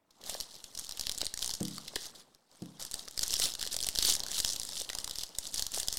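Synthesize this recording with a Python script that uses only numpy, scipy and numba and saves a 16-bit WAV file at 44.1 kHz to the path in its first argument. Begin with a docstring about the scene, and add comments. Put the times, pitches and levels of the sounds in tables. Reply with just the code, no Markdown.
"""Foil pack of cards handled over a desk in a small room, close to one microphone, for six seconds.
Hands take up the pack: a faint rustle grows into crackle, creases buckle in sharp snaps and the cards tap dully.
At 1.6 s a pack drops and the desk booms in its modes; a lull follows, with a weaker drop at 2.6 s.
From 2.8 s turning and tearing resume: coloured noise hisses, and resonant noise bursts snap more densely.
Throughout, the snaps and taps excite a decaying room tail, over a low murmur and faint hiss."""
import sys
import numpy as np
from scipy import signal
from scipy.fft import rfft, irfft, next_fast_len
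from scipy.io import wavfile
from scipy.ndimage import uniform_filter1d
from numba import njit

SR = 44100
rng = np.random.default_rng(int(sys.argv[2]) if len(sys.argv) > 2 else 0)


def dump_mix(stems):
    """Bounce the given channels to the path in sys.argv[1] as a 16-bit WAV at rate SR."""
    frames = np.atleast_2d(stems).T  # one column per channel
    limited = np.clip(frames, -1, 1)  # hard clip at full scale
    pcm = np.round(limited * 32767).astype(np.int16)
    wavfile.write(sys.argv[1], SR, pcm)


N = 263718

# Reverberation of the room: f/Hz, time to fall 60 dB/s
ROOM_DECAY = [(300, 0.33), (3000, 0.59), (12000, 0.15)]
# Spectrum of rubbing skin, also of the room murmur: f/Hz, relative level per Hz/dB
RUB_SPECTRUM = [(35, -61), (60, -12), (199, -3), (417, -4.5), (797, -5), (1300, -10.5), (1700, -16),
                (2600, -20), (3380, -31), (5720, -120)]
# Modes of the desk top: f/Hz, relative level before a random spread/dB, time to fall 60 dB/s
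DESK_MODES = [(134.4, -5.5, 0.67), (334, -7.5, .2), (170.5, 0, 0.5), (203.8, -2.5, 0.49), (262.7, -7, 0.56),
              (305.6, -2.5, 0.38), (483, -12, 0.32), (715, -14, 0.088)]
# A pack lands on the desk: t/s, nominal peak level/dB
DROPS = [(1.61, -24.5), (2.62, -33.5)]
# Spectrum of the foil: f/Hz, relative level per Hz/dB
FOIL_SPECTRUM = [(710, -23), (1200, -15), (1990, -12.5), (2420, -18), (2850, -8), (3360, -4.5),
                 (4470, -4.5), (5270, -4.5), (6430, -7), (8640, -6), (13500, -12.5), (15800, -18.5),
                 (16500, -57)]
# Fingers resting and shifting on the pack: t/s, foil rustle level/dB, rubbing level before RUB_GAIN_DB/dB
RESTING_GRIP = [(0, -89, -85), (.095, -83, -79), (.12, -71.5, -79), (.25, -62, -58), (.62, -57.5, -67),
                (1.1, -50, -61), (1.33, -58, -68), (1.86, -62, -62), (2.22, -65.5, -64.5),
                (2.44, -74, -77.5), (2.5, -70, -81), (2.53, -62, -67.5), (3.16, -60.5, -65),
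                (3.9, -55, -62), (4.25, -60, -55.5), (4.6, -48.5, -61), (5.1, -52.5, -60.5),
                (5.33, -57, -63), (5.98, -48.5, -70)]
# One squeeze, turn or tear each: t of peak/s, peak level/dB, time to rise 10 dB/ms, time to fall 10 dB/ms,
# graininess (0-1)
SQUEEZES = [(.301, -40, 40, 110, .5), (.419, -45, 60, 38, 0.6), (0.562, -51.5, 115, 78, 0.68),
            (.657, -53.5, 48, 83, 0.38), (.789, -48.5, 50, 250, 0.7), (1.005, -46, 60, 150, 0.86),
            (1.226, -48.5, 150, 97, .7), (1.431, -42.5, 52, 129, 0.68), (1.665, -49.5, 19, 302, 0.67),
            (1.771, -48, 100, 57, 0.7), (2.06, -43, 105, 38, 0.61), (2.207, -51.5, 78, 21, 0.45),
            (2.802, -41.5, 6.5, 66, 0.68), (2.955, -46, 62, 122, 0.57), (3.227, -36.5, 21, 38, 0.4),
            (3.338, -39.5, 114, 100, 0.96), (3.437, -28.5, 43, 49, 0.56), (3.623, -43, 46, 90, 0.84),
            (3.734, -36.5, 27, 17, 0.85), (3.874, -44.5, 152, 100, 0.67), (4.034, -33, 57, 100, 0.6),
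            (4.09, -25, 49, 40, 0.62), (4.124, -34.5, 30, 27, .4), (4.394, -32, 74, 23, 0.66),
            (4.49, -39.5, 150, 112, 0.8), (4.802, -40.5, 176, 52, 0.77), (4.997, -44, 50, 50, 0.54),
            (5.22, -45, 154, 62, .65), (5.472, -48, 150, 100, 0.73), (5.59, -39, 58, 76, .7),
            (5.767, -35, 36, 70, .45), (5.975, -42.5, 150, 100, 0.75)]
# Modes of the stack of cards in its wrapper: f/Hz, width of one resonator (used squared)/Hz, level/dB
PACK_MODES = [(570, 860, 7.5), (915, 170, -17), (1633, 670, 5)]
# The stack flexes or taps inside the wrapper: t/s, peak level/dB, f/Hz
KNOCKS = [(0.232, -46.5, 513), (0.2932, -35.5, 630), (0.3492, -32, 524), (0.9947, -44, 726),
          (1.0935, -39.5, 1750), (1.2135, -33.5, 1880), (1.228, -33.5, 494), (1.3386, -40, 1680),
          (1.374, -43.5, 2080), (1.4927, -37.5, 860), (1.601, -43, 710), (1.7803, -37.5, 1170),
          (1.8783, -44, 2080), (1.9355, -40.5, 730), (1.9612, -26.5, 550), (2.7993, -43, 830),
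          (2.9401, -41, 1670), (3.0778, -41, 1250), (3.1759, -40.5, 1970), (3.2323, -37.5, 1830),
          (3.3387, -46, 600), (3.3983, -34, 550), (3.4601, -37.5, 595), (3.6141, -41, 1600),
          (3.6367, -36.5, 1520), (3.6642, -38, 448), (3.7427, -40, 517), (3.7653, -40, 600),
          (3.8693, -39, 644), (3.9569, -41, 1690), (3.9863, -50, 590), (4.0237, -34.5, 1740),
          (4.0884, -34, 700), (4.2022, -42.5, 597), (4.2635, -41, 1550), (4.6898, -44.5, 830),
          (4.8133, -36.5, 530), (4.8992, -32.5, 1900), (4.9308, -38, 1810), (4.951, -37, 860),
          (5.0762, -40.5, 1030), (5.6634, -48.5, 1600), (5.7751, -31.5, 597), (5.8307, -42.5, 560),
          (5.883, -40.5, 774)]
# Creases buckling that stand out from the rustle around them: t/s, nominal peak level/dB, centre f/Hz,
# nominal length/ms
SNAPS = [(0.106, -53, 4600, 7.2), (0.2143, -45, 3900, 2), (0.238, -38, 4530, 2.5), (0.262, -36, 5070, 3.8),
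         (0.2964, -22.5, 6100, 1.1), (0.342, -30, 5100, 3.6), (0.4019, -25, 5200, 1.6),
         (0.4088, -23.5, 5250, 1.2), (0.5531, -36, 5300, 1.5), (0.6408, -34, 5730, 3.1),
         (0.7496, -33.5, 5330, 4.9), (0.775, -29.5, 5600, 2.4), (0.7894, -27, 5600, 0.83),
         (0.7943, -27, 8000, 1.6), (0.8469, -32.5, 7540, 1.1), (0.8679, -35, 4900, 1.2),
         (0.8929, -27, 5600, 0.96), (0.9104, -28.5, 5300, 1.8), (0.9223, -29, 4180, 1.2),
         (0.973, -31, 4900, 1.2), (0.995, -24, 6050, 2.1), (1.011, -22, 5700, 1.3),
         (1.0369, -33, 4230, 1.8), (1.0691, -19, 4300, 0.72), (1.0946, -19.5, 4100, 1.24),
         (1.1154, -25, 5500, 1.15), (1.1206, -25.5, 6800, 1.1), (1.147, -34, 6200, 3.7),
         (1.1775, -25.5, 6000, 2), (1.183, -27.5, 7700, 1.8), (1.2078, -25, 4530, 1.1),
         (1.215, -20.5, 4440, 2.6), (1.247, -28, 4600, 0.94), (1.2548, -26, 7800, 1.3),
         (1.267, -19, 4940, 0.46), (1.3398, -24, 5670, 1.4), (1.375, -25.5, 5630, 1.4),
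         (1.391, -28.5, 6100, 2), (1.4203, -30, 5700, 2.4), (1.426, -21, 5040, 2.5),
         (1.4446, -21.5, 6400, 1.1), (1.4608, -23, 7650, 1.1), (1.477, -24.5, 7000, 1.5),
         (1.493, -24.5, 5340, 2.4), (1.504, -25.5, 5500, 1.4), (1.511, -23, 5350, 1.4),
         (1.537, -24.5, 6240, 4.5), (1.55, -28, 6400, 2.9), (1.6042, -31.5, 6400, 4.3),
         (1.6296, -25.5, 6000, 1.4), (1.651, -29.5, 5170, 4.5), (1.6818, -30, 5370, 1.7),
         (1.781, -28.5, 4540, 2.3), (1.8774, -36, 4660, 4.3), (1.88, -31.5, 3980, 4.7),
         (1.9564, -23.5, 3940, 7.1), (2.1486, -43.5, 4260, 18), (2.3482, -46, 4900, 1.7),
         (2.514, -51, 4200, 2.4), (2.621, -42, 4800, 2.9), (2.6586, -42.5, 3640, 0.88),
         (2.7965, -38, 4340, 1.7), (2.8243, -30.5, 5600, 2.4), (2.8506, -28, 7300, 1.4),
         (2.9126, -28.5, 7800, 1.8), (2.9191, -32, 6300, 1.7), (2.9407, -22.5, 7200, 2.5),
         (2.993, -30.5, 4250, 2.9), (3.0536, -43, 4300, 1.2), (3.0785, -36, 4800, 1.6),
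         (3.0837, -29.5, 6200, 1.6), (3.1106, -37, 7800, 1.7), (3.1432, -45, 4500, 2),
         (3.1766, -22.5, 5400, 1.6), (3.1926, -17, 4660, 0.91), (3.2102, -28, 6900, 2.2),
         (3.2193, -28, 5340, 2), (3.23, -21, 6000, 7.7), (3.237, -22.5, 5760, 1.4),
         (3.2626, -29, 6000, 1.6), (3.28, -23.5, 7900, 1.1), (3.3059, -22.5, 6400, 2.7),
         (3.3232, -26, 4700, 1.6), (3.3293, -23, 5840, 1.5), (3.3394, -16, 5700, 1.2),
         (3.366, -24, 5300, 1.1), (3.392, -25, 6040, 1.3), (3.3976, -19, 7200, 3.6),
         (3.5197, -29, 4600, 1.9), (3.5383, -26, 6170, 1.5), (3.5511, -26.5, 3570, 2.2),
         (3.594, -28.5, 3600, 3), (3.613, -25.5, 4520, 2.1), (3.6277, -19.5, 3960, 0.64),
         (3.652, -27, 4500, 1.3), (3.6647, -27.5, 5400, 2.3), (3.674, -24.5, 3400, 2),
         (3.742, -24.5, 4660, 3.1), (3.765, -21, 7000, 3), (3.7886, -23.5, 4460, 1.4),
         (3.8042, -24, 3220, 1.1), (3.8127, -25.5, 7750, 1.3), (3.8277, -21, 4430, 1.1),
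         (3.836, -22.5, 5500, 1.6), (3.8445, -23, 6840, 1.9), (3.8662, -24, 8900, 4.1),
         (3.8681, -28, 4840, 5.2), (3.8881, -16.5, 5200, 0.71), (3.951, -25.5, 6300, 2.9),
         (3.9574, -21.5, 4700, 1.9), (3.975, -22.5, 4800, 2.2), (3.9877, -11.5, 4500, 0.25),
         (3.993, -23.5, 4040, 1.3), (4.0246, -19, 4470, 5), (4.0492, -16, 4480, 2.1),
         (4.1082, -23, 7800, 1.5), (4.1229, -19.5, 5670, 2.3), (4.136, -21.5, 7000, 5.2),
         (4.1518, -18.5, 7000, 1.5), (4.1646, -26, 5700, 2.1), (4.1955, -26, 6000, 1.2),
         (4.2032, -21, 4700, 1.3), (4.235, -23, 4460, 2), (4.2648, -28, 6200, 0.88),
         (4.284, -32.5, 7100, 2.5), (4.3154, -23.5, 6700, 2.9), (4.3446, -26, 4300, 2.5),
         (4.401, -19.5, 5550, 3.2), (4.4478, -14.5, 5300, 1.3), (4.46, -25, 6100, 1.9),
         (4.481, -26, 5200, 2.1), (4.4905, -21, 5200, 1.9), (4.4997, -24, 5550, 3.4),
         (4.5333, -25.5, 7160, 1.6), (4.561, -26.5, 4870, 3.9), (4.5981, -23, 7500, 1.4),
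         (4.6158, -27.5, 4660, 2), (4.6325, -27, 8150, 1.6), (4.6508, -28, 7200, 1.6),
         (4.6907, -27, 4600, 0.99), (4.8005, -28, 6070, 1.3), (4.8179, -25, 7300, 0.84),
         (4.8916, -25.5, 3320, 1.1), (4.899, -27, 5100, 4.3), (4.9314, -29, 5800, 1.9),
         (4.95, -24, 6350, 2.2), (4.986, -22.5, 5500, 1.16), (5.0437, -25, 5430, 2.4),
         (5.077, -26.5, 3520, 1.1), (5.0957, -29, 5400, 2.5), (5.1107, -24, 5060, 1.5),
         (5.1569, -27.5, 4320, 2.0), (5.1858, -22, 5640, 0.48), (5.1928, -30, 3660, 1.9),
         (5.2093, -30.5, 5100, 2.6), (5.2341, -25, 5400, 3.2), (5.2907, -40, 4800, 2.1),
         (5.35, -36.5, 3780, 3), (5.3853, -19, 7250, 2.7), (5.454, -31, 3800, 1.4),
         (5.469, -29, 4840, 0.65), (5.4727, -31, 7500, 3.5), (5.523, -37, 7500, 1.6),
         (5.542, -22.5, 4860, 1.2), (5.5456, -23.5, 7300, 1.15), (5.559, -28, 5400, 2.9),
         (5.58, -22, 5130, 0.96), (5.5941, -21.5, 5500, 2.1), (5.6234, -18, 5200, 1.4),
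         (5.6662, -22.5, 5400, 1.2), (5.7189, -30, 7550, 1.4), (5.7398, -25, 5960, 0.68),
         (5.7449, -23.5, 7200, 1.6), (5.7621, -28, 8400, 3.1), (5.784, -24, 6500, 0.58),
         (5.7987, -22.5, 8100, 3.9), (5.831, -24, 5700, 1.8), (5.8742, -30, 6100, 1.5),
         (5.8836, -16, 5060, 2.1), (5.9267, -21.5, 6600, 1.55), (5.9398, -28, 5100, 2.3),
         (5.971, -24, 5800, 2.5)]

BAND_LIMIT_HZ = 16979
BURST_SAMPLES = 1024
LEAD_SAMPLES = 32  # room ahead of each burst's onset
RUB_AT_DB, RUB_GROWS = -59.5, 0.55  # rubbing in a squeeze of -45 dB, before the gain; dB per dB of squeeze
RUB_GAIN_DB = 1.0
REST_GRAINY = 0.4  # graininess between squeezes, 0-1


def amp(db):
    """Definition of level: the amplitude gain of a value in dB."""
    return 10 ** (np.asarray(db) / 20)


def unit(x):
    """Normalisation by power: x at rms 1."""
    return x / np.sqrt(np.mean(x ** 2) + 1e-20)


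def along(points, hz):
    """Interpolation of (f, value) points on a logarithmic frequency axis."""
    f, value = np.transpose(points)
    return np.interp(np.log(hz + 1), np.log(f + 1), value)


def filtered(x, response):
    """Linear filtering: the spectrum of x times a complex response of frequency."""
    size = next_fast_len(N + SR // 2)
    spectrum = rfft(x, size) * response(np.fft.rfftfreq(size, 1 / SR))
    return irfft(spectrum, size)[:N]


def resonance(f, hz, width_hz):
    """Damped oscillator: causal response of one mode, 1 at its centre."""
    return 1j * f * width_hz / (hz * hz - f * f + 1j * f * width_hz)


def patchy(spectrum, patchy_db):
    """Filtered noise of rms 1 whose colour flickers in small patches of time and frequency."""
    z = signal.stft(rng.standard_normal(N), nperseg=256)[2]
    field = uniform_filter1d(rng.standard_normal(z.shape), size=5, axis=0)
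    field = uniform_filter1d(field, size=4, axis=1)
    noise = signal.istft(z * amp(patchy_db * unit(field)), nperseg=256)[1][:N]
    return unit(filtered(noise, lambda f: amp(along(spectrum, f))))


def bursts(length_ms, response, size):
    """Transient excitation: a noise pulse per row, coloured by its response, with short-time peak level 1."""
    u = np.arange(size) / SR / (length_ms[:, None] / 1000 + 1e-4)  # time in lengths, each 0.1 ms longer
    shape = u ** 1.04 * np.exp(-3.1 * u)  # the crease runs, then lets go
    x = np.roll(rng.standard_normal(u.shape) * shape, LEAD_SAMPLES, axis=1)
    x = irfft(rfft(x) * response(np.fft.rfftfreq(size, 1 / SR)), size)
    power = uniform_filter1d(x ** 2, size=30)
    return x / np.sqrt(2 * power.max(axis=1, keepdims=True))


def placed(s, rows):
    """Superposition: rows of samples summed at their times."""
    start = np.round(s * SR).astype(int)[:, None] - LEAD_SAMPLES
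    at = np.clip(start + np.arange(rows.shape[1]), 0, N)
    return np.bincount(at.ravel(), rows.ravel(), N + 1)[:N]


def floor():
    """Stationary background: a low murmur of the room over a faint microphone hiss."""
    murmur = amp(-78.5) * patchy(RUB_SPECTRUM, patchy_db=4.5)
    return murmur + amp(-87) * rng.standard_normal(N)


def room(x):
    """Reverberation: each frequency of the room's answer dies at its own speed."""
    hz, t, z = signal.stft(rng.standard_normal(SR // 2), SR, nperseg=256)
    decay = amp(-60 * t / along(ROOM_DECAY, hz)[:, None])
    tail = signal.istft(z * decay, SR, nperseg=256)[1]
    delayed = np.pad(x, (150, 0))  # samples
    return signal.fftconvolve(delayed, tail / np.linalg.norm(tail))[:N]


def drops():
    """Modal vibration: a soft blow rings the desk top's low modes, slightly rough as their phases wander."""
    out, t = np.zeros(N + SR), np.arange(SR // 2) / SR
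    for s, db in DROPS:
        ring = np.zeros(len(t))
        for hz, mode_db, t60 in DESK_MODES:
            level_db = mode_db + rng.normal(0, 0.99) - 60 * t / t60
            phase_drift = np.cumsum(rng.normal(0, 0.024, len(t)))
            ring += amp(level_db) * np.sin(2 * np.pi * hz * t + phase_drift)
        thud = 1 + 3.4 * np.exp(-t / 0.007)  # the first swings are the strongest
        onset = 1 - np.exp(-t / 0.0034)
        out[round(s * SR):][:len(t)] -= amp(db - 10) * ring * thud * onset
    return filtered(out[:N], lambda f: 1j * f / (110 + 1j * f))  # keeps the boom above about 110 Hz


def effort():
    """Masking by the strongest: rustle dB, rubbing dB and graininess of the top squeeze or resting grip."""
    t = np.arange(0, N / SR + 0.001, 0.001)
    s, *columns = np.transpose(RESTING_GRIP)
    rest_db, skin_db = [np.interp(t, s, c) for c in columns]
    s, db, rise, fall, grain = np.transpose(SQUEEZES)[..., None]
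    each_db = db - 10 * np.abs(t - s) * 1000 / np.where(t < s, rise, fall)
    squeeze_db = each_db.max(axis=0)
    strongest = each_db.argmax(axis=0)
    grainy = np.where(squeeze_db > rest_db, grain[strongest, 0], REST_GRAINY)
    grainy = uniform_filter1d(grainy, size=15)
    rustle_db = np.maximum(rest_db, squeeze_db)
    rub_db = np.maximum(skin_db, RUB_AT_DB + RUB_GROWS * (squeeze_db + 45))
    return [np.interp(np.arange(N) / SR, t, c) for c in (rustle_db, rub_db, grainy)]


def crease(hz, broad_db):
    """Resonant radiation: a crease rings at its own size and a random second one, in the foil's colour."""
    own = hz[:, None]
    second = (hz * np.exp(rng.normal(0, 0.42, len(hz))))[:, None]

    def response(f):
        ring = resonance(f, own, 0.36 * own) + 0.31 * resonance(f, second, 0.078 * second)
        return amp(along(FOIL_SPECTRUM, f)) * (ring + amp(broad_db))
    return response


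def handling():
    """Friction and crackling noise: sliding or tearing foil hisses, tiny creases crackle, skin rubs."""
    rustle_db, rub_db, grainy = effort()
    count = 4000
    when = rng.uniform(0, N / SR, count)
    size = amp(3.6 * rng.exponential(1, count).clip(0, 3.5))
    length_ms = 1.18 * np.exp(rng.normal(0, 0.67, count))
    hz = 5500 * np.exp(rng.normal(0, 0.27, count))
    tiny = bursts(length_ms, crease(hz, broad_db=-14.5), BURST_SAMPLES // 4)
    crackle = unit(placed(when, size[:, None] * tiny))
    grainy = np.clip(grainy, 0, 1)
    hiss = patchy(FOIL_SPECTRUM, patchy_db=5.0)
    rustle = 1.55 * grainy * crackle + (1 - 0.75 * grainy) * hiss
    dull = filtered(rustle, lambda f: 1 / (1 + (f / 9000) ** 2))
    force = np.clip((rustle_db + 81) / 45, 0, 1)  # gentle handling is duller than tearing
    rustle = dull + force * (rustle - dull)
    rub = patchy(RUB_SPECTRUM, patchy_db=3.5)
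    return amp(rustle_db) * rustle + amp(rub_db + RUB_GAIN_DB) * rub


def pack(f):
    """Modal superposition: the response of the pack's modes together."""
    return sum(amp(db) * resonance(f, hz, width_hz) ** 2 for hz, width_hz, db in PACK_MODES)


def knocks():
    """Modal excitation: in a dull tap one mode stands out over the rest of the pack."""
    s, db, hz = np.transpose(KNOCKS)
    centre = hz[:, None]

    def tone(f):
        return resonance(f, centre, 250 + 0.2 * centre) ** 2 + amp(-16) * pack(f)
    taps = bursts(np.full(len(s), 2.5), tone, BURST_SAMPLES)
    return placed(s, amp(db)[:, None] * taps)


def snaps():
    """Buckling instability: a crease ticks, rings, answers off the desk and faintly jolts the pack."""
    s, db, hz, ms = np.transpose(SNAPS)
    # The treble is over first
    tick = bursts(0.19 * ms, lambda f: amp(along(FOIL_SPECTRUM, f)) * f, BURST_SAMPLES)
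    click = bursts(ms, crease(hz, broad_db=-9.5), BURST_SAMPLES) + amp(-13) * tick
    desk_answer = amp(-17.5) * np.roll(click, round(0.0034 * SR), axis=1)
    jolt = amp(-22.5) * bursts(ms, pack, BURST_SAMPLES)
    return placed(s, amp(db)[:, None] * (click + desk_answer + jolt))


def scene():
    """Superposition at one microphone, which feeds both channels."""
    near = knocks() + snaps()
    echo = amp(-15) * room(near)
    mono = floor() + echo + drops() + handling() + near
    return np.array([mono, mono])


@njit
def follow(x, rise, fall):
    """First-order relaxation: an envelope that rises and falls at separate rates per sample."""
    out, level = np.empty_like(x), 0.
    for i in range(len(x)):
        level += (rise if x[i] > level else fall) * (x[i] - level)
        out[i] = level
    return out


def record(dry):
    """Rectification and relaxation: treble peaks pull the zero line down, it drifts back; then a band limit."""
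    treble = np.abs(filtered(dry[0], lambda f: f > 2500))
    sag = 0.15 * follow(treble, 1 / (0.00037 * SR), 1 / (0.016 * SR))  # time constants in s
    out = filtered(dry[0] - sag, lambda f: f < BAND_LIMIT_HZ)
    return np.array([out, out])


dry = scene()
out = record(dry)
dump_mix(out)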